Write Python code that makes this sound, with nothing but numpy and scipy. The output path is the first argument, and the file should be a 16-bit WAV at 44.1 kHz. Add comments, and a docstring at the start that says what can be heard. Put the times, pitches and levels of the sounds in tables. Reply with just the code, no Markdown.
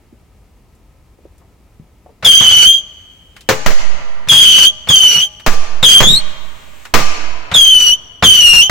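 """Whistling firecrackers in an oven

A few soft steps, then firecrackers go off in a steel kitchen oven standing in a wood. Each lights
with a pop and shrieks as pulsing combustion sounds its tube, on a gliding pitch that hops up as the
fuel runs out. Bangs ring the sheet metal, echo among the trees and shove air at the close,
overloaded microphone."""
import sys
import numpy as np
from scipy import signal
from scipy.fft import rfft, irfft, next_fast_len
from scipy.io import wavfile

SR = 44100
rng = np.random.default_rng(int(sys.argv[2]) if len(sys.argv) > 2 else 0)


def int16_out(signal):
    """Quantize to a 16-bit WAV file."""
    q = np.round(np.clip(np.atleast_2d(signal).T, -1, 1) * 32767)
    wavfile.write(sys.argv[1], SR, q.astype(np.int16))


N = 383669
TIME = np.arange(N) / SR
LEFT_RIGHT = np.array([[1], [-1]])


def from_db(db):
    """Decibels to amplitude."""
    return 10 ** (np.asarray(db) / 20)


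def rms_one(x):
    """Scale to rms 1."""
    return x / np.sqrt(np.mean(x ** 2) + 1e-20)


def at_hz(points, hz, column=1):
    """Interpolate a table on a log-frequency axis."""
    points = np.array(points)
    return np.interp(np.log(np.maximum(hz, 1)), np.log(points[:, 0]), points[:, column])


def add(out, start_s, sound):
    """Mix a sound in from start_s."""
    start = min(max(round(start_s * SR), 0), N)
    part = sound[..., :N - start]
    out[..., start:start + part.shape[-1]] += part


def decay(t60_s, size=SR):
    """Exponential fall, 60 dB in t60_s."""
    return np.exp(-np.log(1000) * TIME[:size] / max(t60_s, 1e-3))


def onset(rise_s, size=SR):
    """Exponential rise to 1."""
    return 1 - np.exp(-TIME[:size] / rise_s)


def drift(up_to_hz):
    """Smooth random motion, rms 1."""
    n = next_fast_len(N)
    hz = np.fft.rfftfreq(n, 1 / SR)
    lowpassed = rfft(rng.standard_normal(n)) / (1 + (hz / up_to_hz) ** 2)
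    return rms_one(irfft(lowpassed)[:N])


# Left-right likeness: freq_hz, correlation
STEREO_CORRELATION = [(30, 0.97), (150, 0.86), (1000, 0.81), (3000, 0.5), (8000, 0.34), (16000, 0)]

def noise(spectrum, size=N):
    """Coloured stereo noise, channels more alike in the bass, rms 1."""
    n = next_fast_len(size, True)
    hz = np.fft.rfftfreq(n, 1 / SR)
    mid, side = rfft(rng.standard_normal((2, n))) * from_db(at_hz(spectrum, hz)) * (hz > 20)
    alike = np.clip(at_hz(STEREO_CORRELATION, hz), -1, 1)
    stereo = np.sqrt(1 + alike) * mid + np.sqrt(1 - alike) * side * LEFT_RIGHT
    return rms_one(irfft(stereo, n)[:, :size])


def tap(hz, t60_s, skirt_db):
    """Noise burst around one broad resonance."""
    peak = [(hz / 8, skirt_db), (hz / 2, skirt_db / 2), (hz, 0),
            (hz * 2, skirt_db / 2), (hz * 16, skirt_db * 2)]
    return noise(peak, size=SR) * decay(t60_s)


# Wind noise: freq_hz, density_db
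WIND_SPECTRUM = [(15, -53), (25, -4), (53, 3.5), (141, -7.5), (439, -16.5), (641, -20.5), (1020, -22.5),
                 (1130, -28), (1290, -22), (1400, -31), (2220, -28), (3340, -34), (16000, -40)]

def wind(level_db=-47.5):
    """Faint, low rush of moving air."""
    return from_db(level_db + 0.29 * drift(14)) * noise(WIND_SPECTRUM)


# Scatter from the trees: freq_hz, level_db, t60_s
TREE_SCATTER = [(60, -8, 4.9), (153, -7, 2.4), (398, -3, 2.27), (900, -2.5, 2.67), (1850, -1, 2.23),
                (3100, 4, 1.45), (4272, 3, 1.33), (6050, 7, 1.01), (10000, 6, 0.58), (16000, -27, 0.33)]

def tree_echo(sound, build_s=0.031):
    """Echoes from countless trunks build up, then die away, treble first."""
    size, response = 2 * SR, 0
    edges_hz = np.geomspace(50, 17000, 15)
    for low, high in zip(edges_hz, edges_hz[1:]):
        hz = np.sqrt(low * high)
        bandpass = signal.butter(2, [low, high], "band", fs=SR, output="sos")
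        band = signal.sosfilt(bandpass, rng.standard_normal((2, size)))
        level_db, t60_s = at_hz(TREE_SCATTER, hz), at_hz(TREE_SCATTER, hz, column=2)
        response += band * from_db(level_db) * decay(t60_s, size)
    response = rms_one(response * onset(build_s, size)) / np.sqrt(size)
    return signal.fftconvolve(sound, response, axes=1)[:, :N]


# Fuse noise: freq_hz, density_db
FIZZ_SPECTRUM = [(200, -40), (900, -13), (2500, 0.5), (5000, -11.5), (7500, -5.5), (11000, -21.5),
                 (14000, -11), (16000, -13)]
# Burning fuses: start_s, length_s, level_db
FUSES = [(2.8, .7, -62), (4.7, .75, -61), (6.2, .74, -47)]

def fuses(hiss_floor_db=-72, edge_s=0.08):
    """Lit fuses fizz unevenly over a faint, steady, high background hiss."""
    level = from_db(hiss_floor_db)
    for start_s, length_s, level_db in FUSES:
        inside_s = np.minimum(TIME - start_s, start_s + length_s - TIME)
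        level = level + from_db(level_db) * np.clip(inside_s / edge_s, 0, 1)
    return level * from_db(1.5 * drift(2.2)) * noise(FIZZ_SPECTRUM)


# Footfalls: start_s, level_db, centre_hz, t60_s
STEPS = [(0.126, -34, 238, 0.06), (1.186, -37, 398, 0.034), (1.253, -29.5, 400, 0.04),
         (1.41, -48.5, 816, 0.17), (1.797, -33, 153, 0.15), (2.061, -36, 615, 0.075),
         (2.091, -36.5, 505, 0.085)]

def steps():
    """Feet land dully on soil and leaves."""
    out = np.zeros((2, N))
    for start_s, level_db, centre_hz, t60_s in STEPS:
        add(out, start_s, from_db(level_db) * tap(centre_hz, t60_s, skirt_db=-43) * onset(0.00093))
    return out


# Scrap impacts: start_s, level_db, centre_hz
SCRAP_CLICKS = [(.75, -58, 8000), (1.38, -53, 7500), (3.365, -34.5, 1720), (3.408, -37.5, 3260),
                (5.398, -34.5, 1750), (6.447, -42, 910), (6.852, -27.5, 1350)]

def scraps():
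    """Falling scraps click lightly."""
    out = np.zeros((2, N))
    for start_s, level_db, centre_hz in SCRAP_CLICKS:
        add(out, start_s, from_db(level_db) * tap(centre_hz, t60_s=0.091, skirt_db=-15.5))
    return out


# Venting gas: start_s, level_db, centre_hz, t60_s
VENT_THUDS = [(2.406, -19, 140, 0.24), (3.494, -23, 140, .15), (4.309, -25.5, 141.7, .3),
              (4.89, -13, 134.5, 0.13), (6.06, -11.5, 200, 0.1), (6.095, -14.5, 149, 0.23),
              (6.945, -15, 231, 0.22), (8.227, -14, 217.6, 0.17), (8.24, -11.5, 125, 0.26)]

def vent_thuds():
    """Gas leaves the oven cavity in low, hollow puffs."""
    out = np.zeros((2, N))
    for start_s, level_db, centre_hz, t60_s in VENT_THUDS:
        add(out, start_s, from_db(level_db) * tap(centre_hz, t60_s, skirt_db=-23) * onset(0.0043))
    return out


# Cavity and panel modes: freq_hz, level_db, t60_s
OVEN_MODES = [(123, -27, .4), (151, -39, .9), (242, -38, .8), (440, -23, .25), (525, -20, .25),
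              (619, -33, .8), (834, -31, .85), (996, -27, .2), (1184, -29, .85), (1232, -28, .3),
              (1943, -30, .25), (2220, -29, .2), (2450, -29, .2)]

def oven_ring(panel_hz, favour_db=9):
    """A blow rings the oven's modes, favouring those near the pitch of the panel hit hardest."""
    out = 0
    for hz, level_db, t60_s in OVEN_MODES:
        nearness = np.exp(-(np.log(hz / panel_hz) / 0.2) ** 2)
        phase = rng.uniform(0, 2 * np.pi) + rng.normal(0, 1.0, (2, 1))
        gain = from_db(level_db + favour_db * nearness + rng.normal(0, 0.45))
        out += gain * decay(t60_s) * np.sin(2 * np.pi * hz * TIME[:SR] + phase)
    return out


# Ignition puff: freq_hz, density_db
PUFF_SPECTRUM = [(30, -5), (70, 11.5), (160, 17), (300, -9), (520, 4), (750, 4.5), (1200, 8), (2300, 4.5),
                 (3500, 1), (6500, -13), (16000, -32)]
# Ignitions and casing knocks: start_s, level_db, t60_s, panel_hz
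POPS = [(2.225, -21, 0.42, 516), (2.259, -8.5, 0.077, 480), (2.406, -16, 0.45, 132),
        (2.509, -19, 0.25, 130), (4.272, -26, 0.17, 599.6), (4.315, -15, 0.46, 129),
        (4.582, -13.5, 0.067, 716), (4.872, -17.5, 0.06, 622), (4.899, -14, 0.13, 830),
        (5.031, -14.5, 0.063, 304), (5.159, -21, 0.19, 311.3), (5.827, -9.5, 0.14, 480),
        (5.961, -16, 0.3, 700), (7.514, -13, 0.13, 131.9), (7.547, -12.5, 0.16, 134),
        (8.2239, -2.5, 0.16, 135), (8.529, -13.5, 0.097, 846)]

def pops(ring_db=1.5):
    """Ignition puffs and knocking casings sound the steel box."""
    out = np.zeros((2, N))
    for start_s, level_db, t60_s, panel_hz in POPS:
        puff = noise(PUFF_SPECTRUM, size=SR) * decay(t60_s)
        ring = from_db(ring_db) * oven_ring(panel_hz)
        add(out, start_s, from_db(level_db) * (puff + ring) * onset(0.0015))
    return out


# Air shoved at the microphone: start_s, left_gain, right_gain, first_swing_hz
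PRESSURE_WAVES = [(3.51, 0.35, 0.096, 1.77), (3.663, -0.45, 2.03, 12.9), (5.474, 0.51, 1.54, 11.3),
                  (6.003, 0.072, 1, 17.06), (6.937, 0.44, 1.48, 10.4)]

def pressure_waves(slowing_s=0.0619, t60_s=1.62):
    """A pressure wave swings each diaphragm to and fro, ever more slowly."""
    out, t = np.zeros((2, N)), TIME[:2 * SR]
    for start_s, left_gain, right_gain, first_swing_hz in PRESSURE_WAVES:
        cycles = first_swing_hz * slowing_s * np.log1p(t / slowing_s)
        swing = np.sin(2 * np.pi * cycles) * decay(t60_s, t.size)
        add(out, start_s, np.array([[left_gain], [right_gain]]) * swing)
    return out


# Blast noise: freq_hz, density_db
BLAST_SPECTRUM = [(30, -33), (70, 4), (140, 8), (280, 1.5), (520, 6.5), (750, 1.5), (1200, 3.5), (2300, 1),
                  (3500, -5.5), (6500, -6.5), (10000, -22), (16000, -13)]
# Explosions: start_s, blast_db, t60_s, far_db, ring_db, panel_hz
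BANGS = [(3.4889, -2, 0.17, -4.5, 3.5, 466), (3.662, -6.5, 0.21, -1, -51, 1402),
         (5.4633, -6, 0.22, -2.5, -3.5, 1160), (6.004, -3.5, 0.2, -5, -1, 585),
         (6.939, -1, 0.23, 3.8, 4.5, 1180), (8.696, -7.5, 0.18, 0, -1, 497.5)]

def bangs():
    """Blasts rattle around the oven; returns the near sound and what goes out to the trees."""
    near, far = np.zeros((2, N)), np.zeros((2, N))
    for start_s, blast_db, t60_s, far_db, ring_db, panel_hz in BANGS:
        blast = noise(BLAST_SPECTRUM, size=SR)
        ring = from_db(ring_db) * oven_ring(panel_hz)
        add(near, start_s, from_db(blast_db) * blast * decay(t60_s) + ring)
        add(far, start_s, from_db(far_db) * blast * decay(0.059))
    return near, far


def bounces(sound, spread_s, gain, count):
    """The sound darts about: its reflections shift and beat against the direct sound."""
    out = sound.copy()
    for k in range(count):
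        delay_s = spread_s * (k + rng.uniform(0.524, 1)) / count + 0.0001 * drift(1.52)
        delayed = np.clip(np.arange(N) - np.round(delay_s * SR).astype(int), 0, N - 1)
        out[k % 2] += gain * sound[k % 2, delayed]
    return out / np.sqrt(1 + gain ** 2 * count / 2)


# Whistle burns: start_s, burn_s, fade_s, first_hz, last_hz, hop_hz, tone_db, hiss_db, roughness
BURNS = [(2.246, .4, .15, 3233, 2975, 220.7, -3, -22, .4),
         (4.286, 0.36, 0.053, 3285, 3055, 231.5, -4.5, -20.5, 0.82),
         (4.887, .313, 0.065, 3224, 2909, 205.2, -5, -25.5, 0.29),
         (5.827, 0.15, .043, 3235, 3180, 107.1, -3.5, -20.5, 0.54),
         (6.024, .116, .055, 3065, 3838, 419, -7, -32.5, .36),
         (7.538, 0.37, .038, 3378, 2925, 150, -4, -26.5, 0.19),
         (8.234, 0.37, 0.073, 3195, 2774, 291, -2, -21.5, 0.31)]

def burns():
    """Each charge flares, glides as its fuel burns down, then hops up in pitch and fades."""
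    attack_s, release_s, flare_s, hop_s = 0.006, 0.02, 0.071, 0.025
    chirp_hz, chirp_s = 475.5, 0.01
    flare_hiss_db, fade_hiss_db, fade_tone_db = -0.5, -33, -18
    out = np.zeros((4, N))
    for start_s, burn_s, fade_s, first_hz, last_hz, hop_hz, tone_db, hiss_db, roughness in BURNS:
        t = TIME[:round((burn_s + fade_s + release_s / 2) * SR)]
        fuel = np.maximum(1 - t / burn_s, 0)
        spent_s = np.maximum(t - burn_s, 0)
        faded = spent_s / fade_s
        flare = np.exp(-t / flare_s)  # the priming burns fast and rough
        pitch_hz = last_hz + (first_hz - last_hz) * fuel ** 1.6
        pitch_hz += chirp_hz * np.exp(-t / chirp_s)  # starts sharp, settles
        pitch_hz += hop_hz * np.minimum(spent_s / hop_s, 1)
        attack = np.minimum(t / attack_s, 1)
        release = np.minimum((t[-1] - t) / release_s, 1)
        tone = attack * release * from_db(tone_db + fade_tone_db * faded ** 2)
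        hiss = release * from_db(hiss_db + flare_hiss_db * flare + fade_hiss_db * faded)
        add(out, start_s, np.array([pitch_hz, tone, hiss, roughness + 0.286 * flare]))
    return out


# Sputters in the burn: centre_s, length_s, strength
SPUTTERS = [(2.405, 0.03518, 1), (2.439, 0.0498, 0.59), (2.509, 0.041, 1), (2.619, 0.02, 0.46),
            (4.352, 0.02986, .7), (4.549, 0.021, 0.17), (5.034, 0.032, 0.39), (5.182, 0.02586, 1),
            (5.212, 0.01976, 1), (5.992, 0.032, 0.37), (7.695, 0.019, 0.84), (8.419, 0.026, 0.92),
            (8.516, 0.023, 0.53), (8.623, 0.019, 0.53)]

def sputters(pitch_hz, tone, hiss, roughness):
    """A sputtering burn briefly turns sharper, quieter and rougher."""
    lift_hz, tone_db, hiss_db = 70.64, -5, -3
    sputter = sum(strength * np.exp(-(2 * (TIME - centre_s) / length_s) ** 2)
                  for centre_s, length_s, strength in SPUTTERS)
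    return (pitch_hz + lift_hz * sputter, tone * from_db(tone_db * sputter),
            hiss * from_db(hiss_db * sputter), roughness + 0.445 * sputter)


# Gas jet: freq_hz, density_db
JET_SPECTRUM = [(40, -19.5), (130, -1.5), (250, 4.5), (520, 1.5), (800, -4), (1600, 2.5), (2400, 9.5),
                (4600, -0.5), (6500, 6), (9000, -12.5), (12000, -16.5), (16000, -9.5)]

def jet(hiss, gain_db=-1.5, panels_db=-28):
    """The jet's hiss, combed by the nearest walls, keeps the oven's panels singing."""
    direct = from_db(gain_db) * hiss * noise(JET_SPECTRUM)
    combed = bounces(direct, spread_s=0.0025, gain=0.4, count=6)
    panels = signal.fftconvolve(combed, oven_ring(panel_hz=714), axes=1)[:, :N]
    return combed + from_db(panels_db) * panels


# Pitch waver at roughness 1: up_to_hz, pitch_fraction
PITCH_WAVER = [(22, 0.00908), (79, 0.0229), (570, 0.02245)]
# Tube harmonics: multiple, level_db, lean_left_db
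HARMONICS = [(1, -2.5, 0.36), (2, -17, 4.5), (3, -33, -3.5), (4, -34.5, -1.5), (5, -38.5, 0)]
# Noise bands between harmonics: multiple, level_db
RASP_BANDS = [(.5, -9), (1.5, 0), (2.5, -4.5), (3.5, -9), (4.5, -11)]

def whistles(tone_db=7, rasp_db=1.8, spit_db=3, spit_hz=27.7, flutter_hz=124):
    """Pulsing combustion sounds the tube; a rough burn staggers and smears its pitch."""
    pitch_hz, tone, hiss, roughness = sputters(*burns())
    hiss = hiss * from_db(spit_db * drift(spit_hz))
    waver = sum(fraction * drift(up_to_hz) for up_to_hz, fraction in PITCH_WAVER)
    phase = 2 * np.pi * np.cumsum(pitch_hz * (1 + roughness * waver)) / SR
    wave = 0
    for multiple, level_db, lean_left_db in HARMONICS:
        flutter = 1 + 0.52 * roughness * drift(flutter_hz)
        wave += from_db(level_db + lean_left_db * LEFT_RIGHT) * np.sin(multiple * phase) * flutter
    # strong and weak pulses alternate in short fits
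    rasp = sum(from_db(db) * drift(190) * np.cos(multiple * phase) for multiple, db in RASP_BANDS)
    shriek = from_db(tone_db) * tone * wave + from_db(rasp_db) * hiss * rasp
    return bounces(shriek, spread_s=0.021, gain=0.62, count=10) + jet(hiss)


def scene(lean_left_db=0.59):
    """Firecrackers close by, their echo in the wood, steps and faint wind."""
    shrieks, knocks = whistles(), pops()
    near_bangs, far_bangs = bangs()
    echo = tree_echo(from_db(-8) * far_bangs + from_db(-32) * shrieks + from_db(-23) * knocks)
    around = wind() + knocks + vent_thuds() + near_bangs + echo + steps() + scraps() + fuses()
    return shrieks + around * from_db(lean_left_db * LEFT_RIGHT) + pressure_waves()


def record(dry):
    """The microphone overloads with a rounded knee; the top is cut."""
    cutoff_hz = 16100
    oversampled = signal.resample_poly(dry, 2, 1, axis=1)
    squashed = oversampled / (1 + oversampled ** 4) ** 0.25
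    overloaded = signal.resample_poly(squashed, 1, 2, axis=1)[:, :N]
    lowpass = signal.ellip(10, 0.2, 70, cutoff_hz, fs=SR, output="sos")
    return np.clip(signal.sosfilt(lowpass, overloaded), -1, 1)


dry = scene()
out = record(dry)
int16_out(out)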